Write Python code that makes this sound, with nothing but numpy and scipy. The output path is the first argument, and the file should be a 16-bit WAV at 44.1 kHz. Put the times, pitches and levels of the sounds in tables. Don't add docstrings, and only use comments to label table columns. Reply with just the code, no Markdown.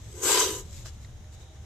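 import sys
import numpy as np
from scipy import signal
from scipy.fft import rfft, irfft
from scipy.io import wavfile
from scipy.ndimage import uniform_filter1d

SR = 44100
rng = np.random.default_rng(int(sys.argv[2]) if len(sys.argv) > 2 else 0)


def waveform_to_disk(signal):
    frames = np.transpose(np.atleast_2d(signal))
    scaled = np.clip(frames, -1, 1) * 32767
    samples = np.round(scaled).astype(np.int16)
    wavfile.write(sys.argv[1], SR, samples)


N = 72765
TIME, HZ = np.arange(N) / SR, np.fft.rfftfreq(N, 1 / SR)


def amp(db):
    return 10 ** (np.asarray(db) / 20)


def unit(x):
    return x / np.sqrt(np.mean(x ** 2) + 1e-20)


def over_hz(points):
    hz, value = np.transpose(points)
    return np.interp(np.log(HZ + 1), np.log(hz + 1), value)


def over_time(points, column=1):
    rows = np.array(points)
    return np.interp(TIME, rows[:, 0], rows[:, column])


def breath(points, column=1, fade_db_per_s=250):
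    outside_s = np.maximum(points[0][0] - TIME, 0) + np.maximum(TIME - points[-1][0], 0)
    return amp(over_time(points, column) - fade_db_per_s * outside_s)


def stroke(start_s, length_s, db):
    return amp(db) * np.sin(np.pi * np.clip((TIME - start_s) / length_s, 0, 1))


def bell(hz, width_hz):
    return 1 / (1 + (2 * (HZ - hz) / width_hz) ** 2)


def flutter(depth_db, rate_hz):
    wobble = irfft(rfft(rng.standard_normal(N)) * bell(0, 2 * rate_hz), N)
    return amp(depth_db * unit(wobble))


def steadied(x, size=2600):
    return x / np.sqrt(abs(uniform_filter1d((x ** 2).mean(0), size)) + 1e-12)


# frequency in Hz, correlation of left and right.
NEAR_LIKENESS = [(30, .9), (80, .99), (450, .985), (1000, .95), (1400, .6), (2800, .5), (4000, .2),
                 (7000, .1), (14000, .15)]
DISTANT_LIKENESS = [(20, .65), (45, .9), (80, .99), (130, .98), (250, .88), (600, .72), (1200, .45),
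                    (3000, .15), (14000, .1)]
# frequency in Hz, left minus right in dB.
NEAR_PAN = [(150, 0), (380, 3), (600, -1), (1000, -2.5), (1300, -5), (1700, 3), (2100, 5), (2600, 0),
            (3700, -4), (4500, 1), (6400, -1), (7100, 1), (7750, 7), (9000, 4), (12000, 2)]
DISTANT_PAN = [(30, 7), (80, -1.2), (400, 1.5), (1500, -2), (4000, 2), (6400, 0), (7700, 8.5), (12000, 1.5)]


def noise(spectrum, likeness=NEAR_LIKENESS, pan=NEAR_PAN):
    common, separate = rfft(rng.standard_normal((2, N)))
    same, lean = np.clip(over_hz(likeness), -1, 1), amp(over_hz(pan))
    right = same * common + np.sqrt(1 - same ** 2) * separate
    pair = np.array([lean * common, right]) / np.sqrt(1 + lean ** 2)
    return unit(irfft(pair * spectrum, N))


# frequency in Hz, relative level in dB.
RUMBLE_EQ = [(15, -27), (30, 2), (50, -8.5), (75, 6), (95, -1.5), (118, 0), (145, -12), (200, -15.5),
             (300, -27), (600, -53.5)]
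AIR_EQ = [(180, -43), (300, -5), (629, -9.5), (670, -11), (750, -9.5), (1050, -14), (2130, -16),
          (2510, -18.5), (3870, -15), (4330, -23.5), (6580, -13), (8780, -27), (14000, -35)]
# time in seconds, level in dB.
RUMBLE_SWELLS = [(0, -44), (.12, -42), (.31, -51), (.45, -45.5), (.56, -43), (.85, -41.5), (1.15, -44),
                 (1.42, -45.5), (1.52, -50), (1.62, -41.5)]


def outdoors(air_db=-57.5):
    rumble = noise(amp(over_hz(RUMBLE_EQ)), DISTANT_LIKENESS, DISTANT_PAN)
    rumble = steadied(rumble, size=3600) * amp(over_time(RUMBLE_SWELLS))
    air = noise(amp(over_hz(AIR_EQ)), DISTANT_LIKENESS, DISTANT_PAN) * amp(air_db)
    return rumble + air * flutter(depth_db=0.85, rate_hz=13)


# time in seconds, unsounded fundamental in Hz, base level in dB.
DRONE_CLIMB = [(0, 130.2, -73), (.7, 139.4, -69.5), (1.0, 141.9, -72), (1.25, 152.9, -66),
               (1.65, 158.1, -64.5)]
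# multiple of the fundamental, level against the base in dB.
DRONE_OVERTONES = [(4, -3), (5, -8.5), (6, -14.5)]


def drone():
    turns = np.cumsum(over_time(DRONE_CLIMB)) / SR
    out = np.zeros(N)
    for multiple, db in DRONE_OVERTONES:
        waver = np.fft.ifft(rfft(rng.standard_normal(N)) * bell(0, width_hz=12), N)
        out += amp(db) * unit((waver * np.exp(2j * np.pi * multiple * turns)).real)
    return out * amp(over_time(DRONE_CLIMB, column=2))


# start in seconds, base level in dB.
TICK_CUES = [(1.047, -38), (1.242, -47)]
# frequency in Hz, level against the base in dB, seconds to fall 60 dB.
TICK_RING = [(1850, -9.5, 0.025), (2100, -9, 0.024), (3750, -14, 0.029), (4150, -10, .02),
             (5000, -14, 0.013)]


def ticks(attack_s=0.00085, stereo_spread_turns=0.27):
    out = np.zeros((2, N))
    for start, level_db in TICK_CUES:
        age = np.maximum(TIME - start, 0)
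        attack = np.minimum(age / attack_s, 1)
        for hz, db, t60 in TICK_RING:
            turns = hz * age + rng.random() + rng.random((2, 1)) * stereo_spread_turns
            decay = np.exp(-np.log(1000) * age / t60)
            out += np.sin(2 * np.pi * turns) * attack * decay * amp(level_db + db)
    return out


def basin(x, t60_s=0.035, echo_db=-3, low_cut_hz=1500, head_shift_s=0.13):
    age = np.arange(1500) / SR
    patterns = rng.standard_normal((14, 2, len(age))) * np.exp(-np.log(1000) * age / t60_s)
    wet = amp(echo_db) * HZ ** 2 / (HZ ** 2 + low_cut_hz ** 2)
    out = irfft(rfft(x) * np.sqrt(1 - wet ** 2), N)
    for k, pattern in enumerate(patterns):
        crossfade = np.cos(np.pi / 2 * np.clip(TIME / head_shift_s - k, -1, 1))
        wall = rfft(pattern / np.linalg.norm(pattern[0]), N)
        out += irfft(rfft(x * crossfade) * wall * wet, N)
    return out


# frequency in Hz, relative level in dB.
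SCUFF_EQ = [(200, -29), (500, 3), (750, -9), (1100, -15), (1500, 0), (2300, -7.5), (4200, 1), (5250, 1.5),
            (6200, -1), (7600, 3.5), (9200, -13), (14500, -16)]
SLAP_EQ = [(200, -23), (480, 7.5), (750, -4), (1100, -7), (1450, 2), (2500, -12), (5300, 3), (9000, -18),
           (14000, -18)]


def body_landing(start_s=0.842, hit_s=0.859, hold_s=0.018, scuff_db=-44.5, slap_db=-44):
    age = TIME - hit_s
    press = np.clip((TIME - start_s) / (hit_s - start_s), 0, 1)
    release_db = 389 * np.maximum(age - hold_s, 0)
    scuff = noise(amp(over_hz(SCUFF_EQ)), pan=DISTANT_PAN) * press * amp(scuff_db - release_db)
    slap = noise(amp(over_hz(SLAP_EQ))) * (age > 0) * amp(slap_db - 600 * abs(age))
    return scuff + slap


# start in seconds, length in seconds, level in dB.
SLIDE_CUES = [(-.06, 0.29, -56), (0.634, .08, -54.5), (0.681, 0.19, -49.5), (0.888, .11, -62.5),
              (0.993, 0.082, -58), (1.308, 0.061, -57.5), (1.367, 0.091, -64)]
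# frequency in Hz, relative level in dB.
SLIDE_EQ = [(300, -8), (1200, -18), (2200, -3), (3000, -5), (3900, 1.5), (4800, -3), (6600, 1.5), (7700, 5),
            (9000, -14.5), (12000, -9.5), (14500, -17)]


def scales():
    slides = noise(amp(over_hz(SLIDE_EQ)), pan=DISTANT_PAN) * sum(stroke(*row) for row in SLIDE_CUES)
    landing = body_landing()
    rustle = noise(bell(3765, width_hz=295)) * stroke(start_s=1.286, length_s=0.31, db=-65.5)
    return (slides + landing + rustle) * flutter(depth_db=2.0, rate_hz=160)


# frequency in Hz, relative level in dB.
THROAT_EQ = [(150, -27), (260, -21.5), (320, -7.5), (375, -0.5), (420, 1.5), (460, -9), (505, -6.5),
             (590, -26), (800, -42)]
# time in seconds, level before trim in dB.
THROAT_ENVELOPE = [(.09, -62), (.16, -46.5), (.19, -47), (.255, -32.5), (.34, -32.5), (.43, -32.5),
                   (.48, -33.5), (.56, -40.5), (.61, -48), (.645, -58)]
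WHISTLE_ENVELOPE = [(.17, -67), (.25, -46), (.3, -44.5), (.345, -38.5), (.362, -28.5), (.41, -31.5),
                    (.48, -47), (.56, -46.5), (.6, -56.5), (.64, -69)]


def airway_tones(throat_trim_db=-0.5, whistle_trim_db=0.5):
    throat = steadied(noise(amp(over_hz(THROAT_EQ)))) * breath(THROAT_ENVELOPE)
    whistle = steadied(noise(bell(1000, width_hz=44))) * breath(WHISTLE_ENVELOPE)
    return throat * amp(throat_trim_db) + whistle * amp(whistle_trim_db)


# frequency in Hz, relative level in dB.
SIZZLE_EQ = [(3500, -33), (5200, -12), (5800, -2), (6800, -4), (7700, 3.5), (8300, -3.5), (9000, -8),
             (10200, -12), (11500, -8), (14500, -12.5)]
# time in seconds, centre in Hz, level against the wide band in dB.
EDGE_GLIDE = [(.23, 6650, -1.5), (.28, 6750, -24), (.32, 6760, -2.5), (.37, 6650, -9), (.405, 6260, 1),
              (.45, 6230, 0.5), (.49, 6340, -5), (.58, 6630, -3.5)]


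def mouth_sizzle():
    glide_hz = over_time(EDGE_GLIDE)
    band = signal.hilbert(noise(bell(glide_hz.mean(), width_hz=780)))
    frequency_shift = np.exp(2j * np.pi * np.cumsum(glide_hz - glide_hz.mean()) / SR)
    edge = (band * frequency_shift).real * amp(over_time(EDGE_GLIDE, column=2))
    return noise(amp(over_hz(SIZZLE_EQ))) + edge


# time in seconds, then rush and sizzle levels before trim in dB.
AIRFLOW = [(0.1, -62.5, -63), (0.216, -48, -46.5), (0.232, -37.5, -31.5), (0.252, -31, -29),
           (0.294, -25.5, -24.5), (0.384, -25, -29), (0.398, -28.5, -24.5), (0.414, -26, -29.5),
           (0.598, -48, -44.5), (0.646, -64, -65.5), (0.66, -66, -64.5)]
# frequency in Hz, relative level in dB.
RUSH_EQ = [(250, -14.5), (450, 5.5), (650, -2.5), (880, 1.5), (1250, 2.5), (1800, -2.5), (2300, 0.5),
           (3100, 4), (3900, 1), (4250, 3), (4800, 3), (5600, -1), (7000, -33)]
# centre in Hz, width in Hz, boost or cut in dB.
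RUSH_RESONANCES = [(1240, 27, 2.5), (1583, 88, 9.5), (2050, 33, 6), (2615, 100, 12), (2645, 135, -10.5),
                   (2750, 32, 3), (3080, 39, 6), (3870, 113, 10), (4220, 120, -6)]


def hiss(rush_trim_db=-0.5, sizzle_trim_db=1.5):
    resonance_db = sum(db * bell(hz, width) for hz, width, db in RUSH_RESONANCES)
    rush = noise(amp(over_hz(RUSH_EQ) + resonance_db)) * breath(AIRFLOW) * amp(rush_trim_db)
    sizzle = mouth_sizzle() * breath(AIRFLOW, column=2) * amp(sizzle_trim_db)
    tones = airway_tones()
    push = noise(bell(910, width_hz=250)) * stroke(start_s=0.276, length_s=0.052, db=-33)
    return (rush + sizzle + push) * flutter(depth_db=0.85, rate_hz=130) + tones


def scene():
    return basin(hiss() + scales()) + ticks() + outdoors() + drone()


def record(dry, cutoff_hz=14400):
    low_pass = signal.firwin(511, cutoff_hz, window=("kaiser", 9), fs=SR)
    return signal.oaconvolve(dry, low_pass[None], "same")


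dry = scene()
out = record(dry)
waveform_to_disk(out)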